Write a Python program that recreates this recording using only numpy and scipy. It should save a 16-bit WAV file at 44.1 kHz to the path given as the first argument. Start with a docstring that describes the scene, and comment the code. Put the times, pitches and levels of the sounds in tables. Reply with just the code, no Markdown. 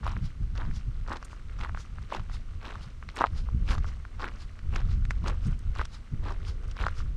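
"""Someone walks at a steady pace along a gravel trail in an open canyon, carrying the microphone.
From the start, wind noise rumbles in gusts on the microphone port and loose gravel ticks faintly.
Each step crushes the gravel (noise shaped by random touches) and stones snap (short damped knocks and cracks).
Between the steps the other sole scuffs off fine grit (swishing noise); later, hard chips clink (ringing tones).
There are no walls near enough to echo."""
import sys
import numpy as np
from scipy import signal
from scipy.io import wavfile
from scipy.ndimage import uniform_filter1d

SR = 44100
rng = np.random.default_rng(int(sys.argv[2]) if len(sys.argv) > 2 else 0)


def dump(signal):
    """Clip the signal to [-1, 1] and save it as 16-bit WAV at the path in sys.argv[1]."""
    limited = np.clip(np.atleast_2d(signal).T, -1, 1)
    pcm = np.round(limited * 32767).astype(np.int16)
    wavfile.write(sys.argv[1], SR, pcm)


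N = 315756
TIME = np.arange(N) / SR

# footfalls, with relative levels: full_weight_s [s], fade_s [s], packed_ground_db [dB], pebbles_db [dB],
# grit_db [dB], loose_gravel_stir_db [dB]
FOOTFALLS = [(0.071, 0.075, -56, -36, -46.5, -59.5), (0.602, 0.07, -50, -38, -53, -62.5),
             (1.12, 0.044, -43.5, -31.5, -46.5, -60.5), (1.636, 0.042, -51, -36.5, -46, -56),
             (2.148, 0.038, -43.5, -33.5, -41, -57.5), (2.66, .11, -50.5, -38.5, -47.5, -60),
             (3.208, 0.037, -41, -27.5, -40, -58.5), (3.722, 0.033, -43, -30, -38, -55),
             (4.237, 0.053, -46.5, -32.5, -45.5, -60.5), (4.759, 0.051, -47, -36, -44.5, -58),
             (5.281, 0.048, -41, -34.5, -43.5, -55), (5.801, 0.031, -48.5, -34.5, -42.5, -58),
             (6.272, 0.067, -46, -36.5, -48, -58), (6.815, 0.055, -45, -32.5, -43, -54)]


def from_db(db):
    """Turn decibels into gain."""
    return 10 ** (np.asarray(db) / 20)


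def rms_one(x):
    """Scale to unit power."""
    return x / np.sqrt(np.mean(x ** 2) + 1e-20)


def band(x, low, high, order=2):
    """Keep only the pitches between low and high, in Hz."""
    sos = signal.butter(order, [low, min(high, .45 * SR)], "band", fs=SR, output="sos")
    return signal.sosfilt(sos, x + 1e-18)


def hiss():
    """White noise."""
    return rng.standard_normal(N)


def drift(rate):
    """Wander in straight lines between random values, rate of them a second, with rms 1."""
    return rms_one(np.interp(TIME * rate, np.arange(N), rng.standard_normal(N)))


def swell(s, half_s, db):
    """Gain that peaks at time s and is 10 dB down half_s either side."""
    return from_db(db - 10 * np.minimum(((TIME - s) / half_s) ** 2, 20))


def steady(x, span_s):
    """Even out slow swells, keep the fine grain."""
    power = np.abs(uniform_filter1d(x ** 2, max(int(span_s * SR), 2)))
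    return x / np.sqrt(power + 1e-12)


def coloured(excite, spectrum, low, high):
    """Add up half-octave bands, each with a fresh excitation and the spectrum's level; rms 1."""
    hz, db = np.transpose(spectrum)
    edges = np.geomspace(low, high, round(2 * np.log2(high / low)) + 1)
    middle_log_hz = np.log(edges[1:] * edges[:-1]) / 2
    gains = from_db(np.interp(middle_log_hz, np.log(hz), db))
    bands = (g * band(excite(), a, b, order=3) for g, a, b in zip(gains, edges, edges[1:]))
    return rms_one(sum(bands))


def touches(per_s, spread_db):
    """Stones touch at random, many lightly, a few hard."""
    sizes = from_db(spread_db * np.minimum(rng.exponential(1, N), 3.5))
    return steady(sizes * (rng.random(N) < per_s / SR), 0.039)


def contacts(per_s, spread_db, rub, own):
    """Some touches sound in every band, others only at their own stone's pitch, over a smooth rub."""
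    shared = touches(per_s, spread_db)
    return lambda: (shared + own * touches(per_s / 2, spread_db) + rub) * hiss()


def wind():
    """Gusts strike the port, hold and ease off: eddies rumble, buffet and thud; faint air hiss lies behind."""
    # gusts on the port: start_s [s], end_s [s], rumble_db [dB], buffeting_db [dB], hollow_rush_db [dB]
    gust_rows = [(0.014, 0.244, -31.5, -42, -72), (0.374, 0.718, -27.5, -39, -74),
                 (0.84, 1.108, -32.5, -49, -78), (1.46, 1.756, -35, -50.5, -75),
                 (2.181, 2.55, -34, -48.5, -71), (3.325, 3.87, -27.5, -43, -63),
                 (3.985, 4.52, -37, -51, -74), (4.652, 5.512, -27, -40.5, -69),
                 (5.663, 5.786, -29, -47, -67), (6.134, 6.71, -30.5, -45.5, -60),
                 (6.79, 7.2, -31.5, -47, -65)]
    # breeze between gusts: rumble_db [dB], buffeting_db [dB], hollow_rush_db [dB]
    breeze_db = (-41.5, -54.5, -73)
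    # single eddies thudding on the port: peak_s [s], level_db [dB]
    thud_rows = [(0.172, -31.5), (0.23, -33), (0.42, -32), (0.69, -34.5), (0.885, -32), (1.61, -39.5),
                 (2.21, -37), (2.875, -41.5), (3.55, -29), (5.1, -32.5), (5.235, -29.5), (5.477, -24.5),
                 (6.137, -30)]
    # colours of the rumble, the buffeting and the air hiss: pitch_hz [Hz], level_db [dB per Hz]
    rumble_colour = [(12, 4), (20, 1), (32, 3), (50, -2), (75, -6), (100, -11.5)]
    buffet_colour = [(80, 1), (110, 4.5), (160, -6.5), (220, -14.5), (300, -26), (420, -33.5)]
    air_colour = [(200, 16), (300, 5), (500, -3), (800, -5.5), (1300, 1.5), (2500, -6.5), (5000, -11.5),
                  (7500, -17), (10500, -22.5), (14000, -63)]
    attack_s, release_s = 0.02, 0.082  # to rise or fall by 10 dB
    thud_half_s = 0.019
    eddies_per_s, rumble_swing_db, buffet_swing_db = 24, 2, 4

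    level_db = np.array(breeze_db)[:, None]
    for start, end, *peak_db in gust_rows:
        before = np.maximum(start - TIME, 0) / attack_s
        after = np.maximum(TIME - end, 0) / release_s
        gust_db = np.array(peak_db)[:, None] - 10 * (before + after)
        level_db = np.maximum(level_db, gust_db)
    rumble_db, buffet_db, rush_db = level_db

    eddies = drift(eddies_per_s)
    thuds = sum(swell(s, thud_half_s, db) for s, db in thud_rows)
    rumble_gain = from_db(rumble_db + rumble_swing_db * eddies)
    rumble = rumble_gain * steady(coloured(hiss, rumble_colour, 13, 94.57), 0.0696)
    buffet_gain = np.hypot(from_db(buffet_db + buffet_swing_db * eddies), thuds)
    buffet = buffet_gain * steady(coloured(hiss, buffet_colour, 86.6, 453), 0.0482)
    rush = from_db(rush_db) * rms_one(band(hiss(), 292, 525, order=3))
    air = from_db(-59.0) * coloured(hiss, air_colour, 177.4, 13300)
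    return rumble + buffet + rush + air


def loose_gravel():
    """Small ticks come in uneven trickles as the foot rolls before and after each footfall."""
    # two stirs in every step: after_full_weight_s [s], half_length_s [s], level_db [dB above the step's stir]
    roll = [(-.12, 0.091, -2.5), (0.167, 0.12, 0.5)]
    # colour of the ticks: pitch_hz [Hz], level_db [dB per Hz]
    tick_colour = [(300, -2.5), (600, -3), (850, -7), (1300, 2.5), (1900, -1.5), (2900, -8), (4000, -14.5),
                   (6000, -19), (9000, -29), (12000, -62)]
    resting_db, trickle_swing_db, trickles_per_s = -68, 3, 28

    stir_power = sum(swell(s + lag, half, stir_db + db) ** 2
                     for s, *_, stir_db in FOOTFALLS for lag, half, db in roll)
    ticks = coloured(contacts(per_s=300, spread_db=2.5, rub=.25, own=1.36), tick_colour, 273, 12600)
    trickle = from_db(trickle_swing_db * drift(trickles_per_s))
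    return np.sqrt(stir_power + from_db(resting_db) ** 2) * trickle * ticks


def footsteps():
    """Weight builds and eases; fine grit gives way first, then pebbles and the packed ground."""
    # colour of the crunch: pitch_hz [Hz], level_db [dB per Hz]
    crunch_colour = [(200, -3.5), (400, -4.5), (600, -7), (850, -8.5), (1150, -6), (1500, -10.5),
                     (2100, -7), (2900, -5), (5000, -22), (7000, -27), (8700, -28.5), (11000, -43),
                     (14500, -48)]
    build_s = 0.034  # the weight comes onto the foot: the last 10 dB of the rise

    coarse = contacts(per_s=500, spread_db=4.5, rub=0.16, own=0.9)
    fine = contacts(per_s=700, spread_db=7.5, rub=0.53, own=0.92)
    ground = from_db(2.5) * coloured(coarse, crunch_colour, 168.3, 797)
    pebbles = from_db(-6.0) * coloured(coarse, crunch_colour, 816, 1940)
    grit = from_db(-3.5) * coloured(fine, crunch_colour, 2120, 15800)
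    out = np.zeros(N)
    for s, fade, ground_db, pebble_db, grit_db, _ in FOOTFALLS:
        near = np.abs(TIME - s) < .25
        for layer, db, lead_s in [(ground, ground_db, 0), (pebbles, pebble_db, 0), (grit, grit_db, .004)]:
            t = TIME[near] - s + lead_s
            weight_db = -10 * np.abs(t / np.where(t < 0, build_s, fade)) ** 1.5
            out[near] += from_db(db + weight_db) * layer[near]
    return out


def slips():
    """Lesser stones give way at random moments around each footfall: rows like those in stones()."""
    per_step = 7
    lag_s, scatter_s = .006, .055
    knock_db, crack_db, spread_db = 3.5, -1, 3  # knock and crack relative to the step's pebbles
    middle_hz, spread_octaves = 1345, 0.26

    steps = [(step[0], step[3]) for step in FOOTFALLS]
    s, pebble_db = np.repeat(steps, per_step, axis=0).T
    when, knock, size, crack = rng.standard_normal((len(s), 4)).T
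    slip_s = np.clip(s + lag_s + scatter_s * np.tanh(when), FOOTFALLS[0][0] / 2, TIME[-1])
    return list(zip(slip_s,
                    pebble_db + knock_db + spread_db * knock,
                    middle_hz * 2 ** (spread_octaves * size),
                    pebble_db + crack_db + spread_db * crack))


def stones():
    """A stone grinds briefly, then slips: a crack and a knock of two or three cycles, damped by the gravel bed."""
    # single stones snapping, with relative levels: slip_s [s], knock_db [dB], knock_hz [Hz], crack_db [dB]
    snap_rows = [(0.0659, -15, 1040, -32), (0.0772, -19, 1120, -50), (0.1665, -22, 1530, -55),
                 (0.5778, -31, 1600, -27), (0.7116, -31, 1640, -50), (1.0842, -24.5, 990, -40),
                 (1.1178, -16, 1140, -45), (1.2272, -26, 1210, -33.5), (1.3305, -29, 1190, -55),
                 (1.6116, -26, 1530, -26.5), (1.648, -17.5, 1420, -50), (1.6942, -22.5, 1410, -48),
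                 (1.7477, -21.5, 1320, -36), (1.7739, -22.5, 1350, -50), (1.9846, -27, 1410, -55),
                 (2.124, -16, 860, -31), (2.1485, -17.5, 880, -27), (2.2973, -30, 1220, -43),
                 (2.7552, -24, 1290, -41), (3.0267, -26, 1590, -55), (3.0894, -23, 1860, -30),
                 (3.1, -41, 2070, -32), (3.1708, -24, 1430, -34), (3.2093, -6, 930, -24),
                 (3.217, -5.5, 1170, -34), (3.2404, -1, 1120, -38), (3.2474, -9, 1040, -43),
                 (3.4877, -29, 1010, -55), (3.844, -24, 1280, -55), (4.0515, -26, 1480, -47),
                 (4.231, -18, 1280, -42), (4.243, -14, 1610, -44), (4.5912, -32, 1800, -43),
                 (4.7612, -17.5, 1460, -21), (5.0525, -26.5, 1820, -32), (5.108, -12, 1700, -27.5),
                 (5.2611, -19.5, 1240, -39), (5.2809, -20, 1140, -21.5), (5.7946, -15, 1360, -45),
                 (5.8142, -14.5, 1160, -28), (6.7135, -47, 1390, -28), (6.8389, -14, 1400, -43),
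                 (6.8661, -8, 1210, -27.5), (6.8836, -17, 1290, -31)]

    out = np.zeros(N + SR)
    t = np.arange(-400, 800) / SR
    for s, knock_db, hz, crack_db in [*snap_rows, *slips()]:
        chatter, size = rng.standard_normal((2, len(t))), rng.standard_normal()
        jostle = np.exp(-np.abs(t) / np.where(t < 0, .0025, .004))  # neighbours rub before and after the slip

        cycles = hz * t[t >= 0]
        ring = cycles ** 2 * np.exp(-cycles / .36) * np.cos(2 * np.pi * cycles)
        strike = (t == 0) + 0.032 * chatter[0] * jostle
        knock = band(np.convolve(strike, ring)[:len(t)], 290, 8100)

        crack_hz = 3600 * np.exp(0.13 * size)
        burst = chatter[1] * (np.exp(-np.abs(t - .0003) / 0.0003) + 0.35 * jostle)
        crack = band(burst, crack_hz * .6, crack_hz * 1.5, order=3)

        at = int((s + t[0]) * SR)
        out[at:at + len(t)] += from_db(knock_db - 3.5) * knock / np.abs(knock).max()
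        out[at:at + len(t)] += from_db(crack_db - 8.0) * crack / np.abs(crack).max()
    return out[:N]


def scuffs():
    """The sole slides over fine grit: a short swish, with a bright rasp pitched a little differently each time."""
    # a sole scuffing as it pushes off or skids: peak_s [s], relative level_db [dB], rasp_hz [Hz]
    scuff_rows = [(0.256, -51, 4800), (0.764, -48.5, 5240), (1.322, -58, 6800), (1.806, -49.5, 6250),
                  (2.344, -48, 4200), (2.833, -52, 4670), (3.383, -48, 4700), (3.711, -42, 5200),
                  (3.882, -52.5, 5570), (4.417, -50.5, 4600), (4.915, -53, 4300), (5.456, -53.5, 5500),
                  (5.946, -49, 4500), (6.486, -46, 4900), (6.987, -49, 5300)]
    # colour of the swish: pitch_hz [Hz], level_db [dB per Hz]
    swish_colour = [(700, 7), (1400, 8.5), (2500, 2.5), (4000, 6.5), (5300, -0.5), (7000, -4),
                    (8700, -10.5), (11000, -29), (14000, -27)]
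    half_s = 0.024  # 10 dB below the peak this long before and after it
    rasp_quality, rasp_db = 3.4, -6  # narrowness of the rasp; its level against the swish

    swish = coloured(contacts(per_s=4600, spread_db=4.0, rub=0.81, own=1.0), swish_colour, 730, 14350)
    out = np.zeros(N)
    for s, db, hz in scuff_rows:
        near = np.abs(TIME - s) < .2
        low, high = hz * (1 - .5 / rasp_quality), hz * (1 + .5 / rasp_quality)
        rasp = rms_one(band(rng.standard_normal(near.sum()), low, high))
        gain = from_db(db - 1.1 - 10 * np.abs(TIME[near] - s) / half_s)
        out[near] += gain * (swish[near] + from_db(rasp_db) * rasp)
    return out


def chips():
    """Hard chips scrape clear of the bed and clink thinly, each with its own mix of the modes."""
    # chips clinking: clink_s [s], relative peak_db [dB], ring_s [s to fall by 60 dB]
    clink_rows = [(1.249, -37.5, 0.037), (3.158, -39, 0.039), (3.171, -38, 0.018), (3.74, -43, .015),
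                  (5.283, -40.5, 0.066), (5.468, -42.5, 0.058), (5.5925, -38, 0.0074), (6.682, -47, .012),
                  (6.911, -48, .008)]
    # what a chip rings with, before each chip's random changes: pitch_hz [Hz], level_db [dB]
    mode_rows = [(6600, 11), (8500, 17), (9900, -23), (11400, -29), (13000, -15)]

    out = np.zeros(N + SR)
    t = np.arange(-512, 4096) / SR
    hz, mode_db = np.transpose(mode_rows)
    for s, db, t60 in clink_rows:
        detune, strength, phase = rng.standard_normal((3, len(hz)))
        turns = np.outer(hz * np.exp(0.025 * detune), t) + phase[:, None]
        modes = from_db(mode_db + 3 * strength) @ np.sin(2 * np.pi * turns)
        scratch = band(rng.standard_normal(len(t)), 4600, 9000, order=2)
        fall_db = np.where(t < 0, -t * 5500, 60 * t / max(t60, .002))
        clink = (.6 * rms_one(modes) + rms_one(scratch)) * from_db(-fall_db)
        at = int((s + t[0]) * SR)
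        out[at:at + len(t)] += from_db(db - 5.5) * clink / np.abs(clink).max()
    return out[:N]


def scene():
    """Wind and feet at one microphone."""
    return (wind() + loose_gravel() + footsteps() + stones() + scuffs() + chips())[None]


def record(dry):
    """The microphone port and housing weaken three pitch regions one after another; the top is cut."""
    # dips of the port and housing: pitch_hz [Hz], quality [narrowness], level_db [dB]
    port_rows = [(870, 5.1, -1.5), (1280, 15, -0.5), (1760, 2.5, -3.5)]
    cutoff_hz = 15300  # 70 dB down from here up
    for hz, quality, db in port_rows:
        dry = dry + (from_db(db) - 1) * signal.lfilter(*signal.iirpeak(hz, quality, fs=SR), dry)
    return signal.sosfilt(signal.cheby2(12, 70, cutoff_hz, fs=SR, output="sos"), dry)


dry = scene()
out = record(dry)
dump(out)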